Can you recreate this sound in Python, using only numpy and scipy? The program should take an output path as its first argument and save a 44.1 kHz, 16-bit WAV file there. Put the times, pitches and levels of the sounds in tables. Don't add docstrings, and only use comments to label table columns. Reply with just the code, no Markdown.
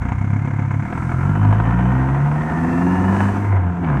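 import sys
import numpy as np
from scipy import signal
from scipy.fft import rfft, irfft
from scipy.io import wavfile
from scipy.ndimage import uniform_filter1d

SR = 44100
rng = np.random.default_rng(int(sys.argv[2]) if len(sys.argv) > 2 else 0)


def to_wav(sig):
    pcm = np.clip(np.atleast_2d(sig), -1, 1) * 32767
    pcm = np.round(pcm).astype(np.int16)
    wavfile.write(sys.argv[1], SR, pcm.T)


N = 176400
TIME_S = np.arange(N) / SR
LOW_REVS_HZ, HIGH_REVS_HZ = 35.56, 100


def from_db(db):
    return 10 ** (np.asarray(db) / 20)


def in_time(rows):
    times_s, *columns = np.transpose(rows)
    return [np.interp(TIME_S, times_s, column) for column in columns]


def levelled(x):
    power = uniform_filter1d(uniform_filter1d(x * x, size=5200), size=5200)
    return x / np.sqrt(np.abs(power) + 1e-18)


def drift(rate_hz):
    return np.interp(TIME_S * rate_hz, np.arange(N), rng.standard_normal(N))


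def coloured(x, spectrum):
    hz, db = np.transpose(spectrum)
    grid_hz = np.maximum(np.fft.rfftfreq(8192, 1 / SR), 1)
    gain = from_db(np.interp(np.log(grid_hz), np.log(hz), db))
    cepstrum = irfft(np.log(gain))
    cepstrum[1:] *= 2
    cepstrum[len(cepstrum) // 2:] = 0
    return signal.fftconvolve(x, irfft(np.exp(rfft(cepstrum))))[:N]


def impulses(times_s, gains):
    return np.bincount(np.clip(times_s * SR, 0, N).astype(int), gains, N + 1)[:N]


def decaying(x, decay_s):
    return signal.lfilter([1], [1, -np.exp(-1 / (decay_s * SR))], x + 1e-18)


# frequency_hz, gain_db
ROAD_SPECTRUM = [(30, -26), (55, 0), (120, -2), (400, -24), (1000, -20), (12000, -76)]


def road(level_db=-37):
    return from_db(level_db) * levelled(coloured(rng.standard_normal(N), ROAD_SPECTRUM))


# time_s, pitch_hz, level_db
TURBO_WHISTLE = [(.8, 6700, -79), (.97, 8060, -60), (1.4, 10200, -80), (1.9, 12300, -71), (2.2, 13500, -82),
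                 (3.3, 15000, -74), (3.46, 14800, -63), (3.6, 13500, -84)]


def turbo(pitch_spread=.045):
    pitch_hz, level_db = in_time(TURBO_WHISTLE)
    amplitude = np.sqrt(2) * from_db(level_db) * drift(520)
    wavering_hz = pitch_hz * (1 + pitch_spread * drift(2100))
    return amplitude * np.sin(2 * np.pi * np.cumsum(wavering_hz) / SR)


def injectors(firing_hz, flow, low_revs_db=-64.5, band_hz=(5800, 7300)):
    band = signal.butter(2, band_hz, "band", fs=SR, output="sos")
    ticks = levelled(signal.sosfilt(band, flow * rng.standard_normal(N)))
    return from_db(low_revs_db) * LOW_REVS_HZ / firing_hz * ticks


# time_s, level_db
HISS_LEVEL = [(0, -63.5), (.7, -64.5), (1.05, -57), (1.5, -60), (2.2, -59), (2.8, -53), (3.1, -53),
              (3.21, -48.5), (3.48, -58), (3.6, -68), (4, -62)]
# frequency_hz, gain_db
HISS_SPECTRUM = [(1500, -20.5), (3400, 1), (4900, 2), (5700, 3.5), (6150, 7.5), (6700, 2.5), (8300, 3.5),
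                 (10300, -5), (15000, -13.5)]


def hiss(flow, steady_flow=4.7):
    jet = (flow + steady_flow) * rng.standard_normal(N)
    return from_db(in_time(HISS_LEVEL)[0]) * levelled(coloured(jet, HISS_SPECTRUM))


# start_s, level_db
HARD_FIRINGS = [(.119, -21), (.474, -25), (.586, -28), (.709, -27), (.925, -20), (1.449, -16), (1.526, -18),
                (1.6, -16), (1.707, -18), (2.418, -19), (2.52, -18), (3.165, -17), (3.204, -12),
                (3.254, -20), (3.846, -19), (3.9, -19), (3.971, -19)]
# frequency_hz, gain_db
OUTLET_SPECTRUM = [(300, -36.5), (420, -3.5), (515, 2.5), (590, -6.5), (715, 7.5), (810, -2), (900, 5.5),
                   (1020, 2), (1130, -6), (1300, -2.5), (1620, -2), (1870, -11), (2450, -15.5),
                   (3300, -27.5), (4500, -39), (9000, -71.5)]


def cracks(decay_s=.004):
    start_s, level_db = np.transpose(HARD_FIRINGS)
    noise = rng.standard_normal(N)
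    envelope = decaying(impulses(start_s, from_db(level_db)), decay_s)
    return coloured(noise * envelope, OUTLET_SPECTRUM) / coloured(noise, OUTLET_SPECTRUM).std()


def resonance(x, centre_hz, width_hz=150):
    carrier = np.exp(2j * np.pi * np.cumsum(centre_hz) / SR)
    lowpass = signal.butter(2, width_hz / 2, fs=SR, output="sos")
    return (carrier * signal.sosfilt(lowpass, x / carrier)).real


# start_s, end_s, start_hz, end_hz, level_db
METAL_MODES = [(0, 1.217, 2134, 2164, -43.5), (.97, 1.305, 1350, 1387, -40.5),
               (1.35, 1.9, 3030, 3060, -59.5), (1.65, 2.215, 1713, 1860, -40),
               (2.42, 3.248, 1780, 1652, -35), (2.702, 3.25, 2720, 3006, -51.5),
               (3.46, 3.561, 2070, 2050, -40), (3.9, 4.003, 2350, 2160, -45)]


def metal_rings(gas, fade_s=.12):
    out = 0
    for start_s, end_s, start_hz, end_hz, level_db in METAL_MODES:
        swell = np.clip(1 + np.minimum(TIME_S - start_s, end_s - TIME_S) / fade_s, 0, 1)
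        centre_hz = np.interp(TIME_S, [start_s, end_s], [start_hz, end_hz])
        out = out + from_db(level_db) * swell * levelled(resonance(gas, centre_hz))
    return out


def burst(decay_s=.006):
    t = TIME_S[:1024]
    spectrum = rfft(rng.standard_normal(len(t)) * np.exp(-t / decay_s), 2 * len(t))
    return irfft(spectrum / np.abs(spectrum))[:len(t)]


def outlet_gas(start_s, cylinder, strength, flow, turbulent_share=.62, steady_flow=.9):
    trains = [impulses(start_s, strength * (cylinder == c)) for c in range(len(CYLINDER_BALANCE))]
    bursts = sum(signal.fftconvolve(train, burst())[:N] for train in trains)
    turbulence = levelled((flow + steady_flow) * rng.standard_normal(N))
    return np.sqrt(1 - turbulent_share) * levelled(bursts) + np.sqrt(turbulent_share) * turbulence


# time_s, low_band_db, high_band_db
RASP_LEVELS = [(0, -36, -39), (.1, -35, -37), (.19, -39, -41), (.5, -37, -40), (.88, -37, -39),
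               (.97, -35, -38), (1.25, -33, -37), (1.5, -29, -34), (1.8, -28, -33), (2.35, -29, -36),
               (2.7, -28, -35), (3.08, -25, -34), (3.22, -26, -31), (3.42, -31, -37), (3.57, -29, -37),
               (3.81, -36, -42), (3.85, -28, -35), (4, -29, -35)]
# low_band_db, high_band_db
RASP_TRIM = [-1.5, 0]


def rasp(gas, bands_hz=((450, 1150), (1150, 3800))):
    roar = coloured(gas, OUTLET_SPECTRUM)
    out = 0
    for band_hz, level_db, trim_db in zip(bands_hz, in_time(RASP_LEVELS), RASP_TRIM):
        band = signal.sosfilt(signal.butter(4, band_hz, "band", fs=SR, output="sos"), roar)
        out = out + from_db(level_db + trim_db) * levelled(band)
    return out


# centre_hz, width_hz, gain_db
PIPE_MODES = [(62, 8.3, -8), (107, 6.9, 13), (183, 107, 16), (254.5, 12, 17.5), (310, 27, -18.5),
              (339, 32, 10)]
PIPE_TOP_HZ = 384.6


def pipe_response(hz):
    return sum(from_db(db) * 1j * hz * width / (centre * centre - hz * hz + 1j * hz * width)
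               for centre, width, db in PIPE_MODES)


# time_s, level_db
THUMP_LEVEL = [(0, -27), (.2, -29), (.88, -30), (1.2, -28), (1.66, -26), (2.33, -30), (2.67, -24),
               (3.2, -24), (3.5, -29), (3.77, -32), (3.85, -24), (4, -25)]


def thump(start_s, cylinder, firing_hz, flow, scatter_db=.5, churn_db=1, soft_hz=261):
    push_db = np.array(CYLINDER_BALANCE)[cylinder, 0] + scatter_db * rng.standard_normal(len(start_s))
    push = from_db(push_db)
    imbalance = levelled(impulses(start_s, push - push.mean()))
    churn = from_db(churn_db) * flow * rng.standard_normal(N)
    response = pipe_response(np.fft.rfftfreq(2 * N, 1 / SR))
    ringing = irfft(rfft(imbalance + churn, 2 * N) * response)[:N]
    ringing = signal.sosfilt(signal.butter(8, PIPE_TOP_HZ, fs=SR, output="sos"), ringing)
    soft = signal.sosfiltfilt(signal.butter(2, soft_hz, fs=SR, output="sos"), ringing)
    sharpness = (firing_hz / HIGH_REVS_HZ) ** 2.23
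    return from_db(in_time(THUMP_LEVEL)[0]) * levelled(soft + (ringing - soft) * sharpness)


# time_s, first_db, second_db, third_db, fourth_db
DRONE_HARMONICS = [(0, -44, -27, -29, -29), (.1, -44, -25, -25, -29), (.33, -44, -37, -18, -23),
                   (.48, -44, -44, -24, -23), (.81, -44, -36, -19.5, -23), (.85, -44, -38, -34, -34),
                   (1.0, -38, -28, -26, -31), (1.26, -36, -22, -18, -28), (1.5, -26, -11, -26, -29),
                   (1.66, -24, -19.5, -23, -34), (1.85, -22, -18.5, -18, -31), (2.07, -25, -17.5, -31, -28),
                   (2.26, -33, -15, -31, -44), (2.48, -35, -23, -28, -39), (2.86, -26, -20, -20, -31),
                   (3.21, -17.5, -19, -40, -38), (3.4, -21, -28, -35, -44), (3.52, -14, -40, -42, -44),
                   (3.68, -19.5, -24, -39, -44), (3.8, -34, -23, -36, -44), (3.85, -27, -23, -26, -38),
                   (3.94, -27, -16.5, -33, -40), (4, -25, -23, -24, -37)]


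def drone(firing_hz, cycles, lag_s=.0007, wobble_db=1.3):
    angle = 2 * np.pi * (cycles - firing_hz * lag_s)
    phase = {k: k * angle + np.angle(-pipe_response(k * firing_hz)) for k in range(1, 10)}
    smear_rad = .95 * (firing_hz / LOW_REVS_HZ - 1).clip(0, 1)
    out = 0
    for k, level_db in enumerate(in_time(DRONE_HARMONICS), 1):
        amplitude = np.sqrt(2) * from_db(level_db + wobble_db * drift(29))
        out = out + amplitude * np.cos(phase[k] - smear_rad * k * k)
    for k in range(5, 10):
        amplitude = from_db(-31.5 - 2 * (k - 5) + 2 * drift(18))
        rolloff = 1 + (k * firing_hz / PIPE_TOP_HZ) ** 8
        out = out + amplitude * np.cos(phase[k]) / rolloff
    return out


# thump_db, low_revs_rasp_db, high_revs_rasp_db, delay_firings
CYLINDER_BALANCE = [(0.5, -4.5, -4.5, 0.0088), (-0.5, -6.5, -4, .02), (-0.5, -6, -4, -0.018),
                    (-0.5, -4.5, 1, -.02)]


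def firings(firing_hz, cycles, jitter_s=.00006, scatter_db=3):
    count = np.arange(1, int(cycles[-1]) + 1)
    cylinder = count % len(CYLINDER_BALANCE)
    _, low_db, high_db, delay = np.array(CYLINDER_BALANCE)[cylinder].T
    time_chance, level_chance = rng.standard_normal((len(count), 2)).T
    start_s = np.interp(count + delay, cycles, TIME_S) + jitter_s * time_chance
    revs = np.interp(np.interp(start_s, TIME_S, firing_hz), [LOW_REVS_HZ, HIGH_REVS_HZ], [0, 1])
    strength = from_db(low_db + revs * (high_db - low_db) + scatter_db * level_chance)
    return start_s, cylinder, strength


# time_s, firing_hz
ENGINE_SPEED = [(0.0, 27.32), (0.1, 30.45), (0.2, 32.91), (0.42, 34.97), (0.6, 34.5), (0.72, 33.83),
                (0.82, 35.57), (0.92, 41.43), (1.15, 43.27), (1.34, 50.58), (1.5, 52.06), (1.75, 60.07),
                (2.0, 65.09), (2.5, 78.88), (2.75, 85.98), (3.2, 99.11), (3.48, 101.46), (3.62, 90.53),
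                (3.75, 86.42), (3.83, 86.42), (3.9, 74.65), (4.0, 61.57)]


def scene():
    firing_hz, = in_time(ENGINE_SPEED)
    cycles = .549 + np.cumsum(firing_hz) / SR
    start_s, cylinder, strength = firings(firing_hz, cycles)
    puffs = decaying(impulses(start_s, strength), decay_s=.011)
    flow = levelled(decaying(puffs, decay_s=.003))
    pipe = drone(firing_hz, cycles) + thump(start_s, cylinder, firing_hz, flow)
    gas = outlet_gas(start_s, cylinder, strength, flow)
    outlet = rasp(gas) + metal_rings(gas) + cracks() + hiss(flow)
    return (pipe + outlet + injectors(firing_hz, flow) + turbo() + road())[None]


def record(dry, cutoff_hz=15300):
    return signal.sosfilt(signal.ellip(10, .1, 80, cutoff_hz, fs=SR, output="sos"), dry)


dry = scene()
out = record(dry)
to_wav(out)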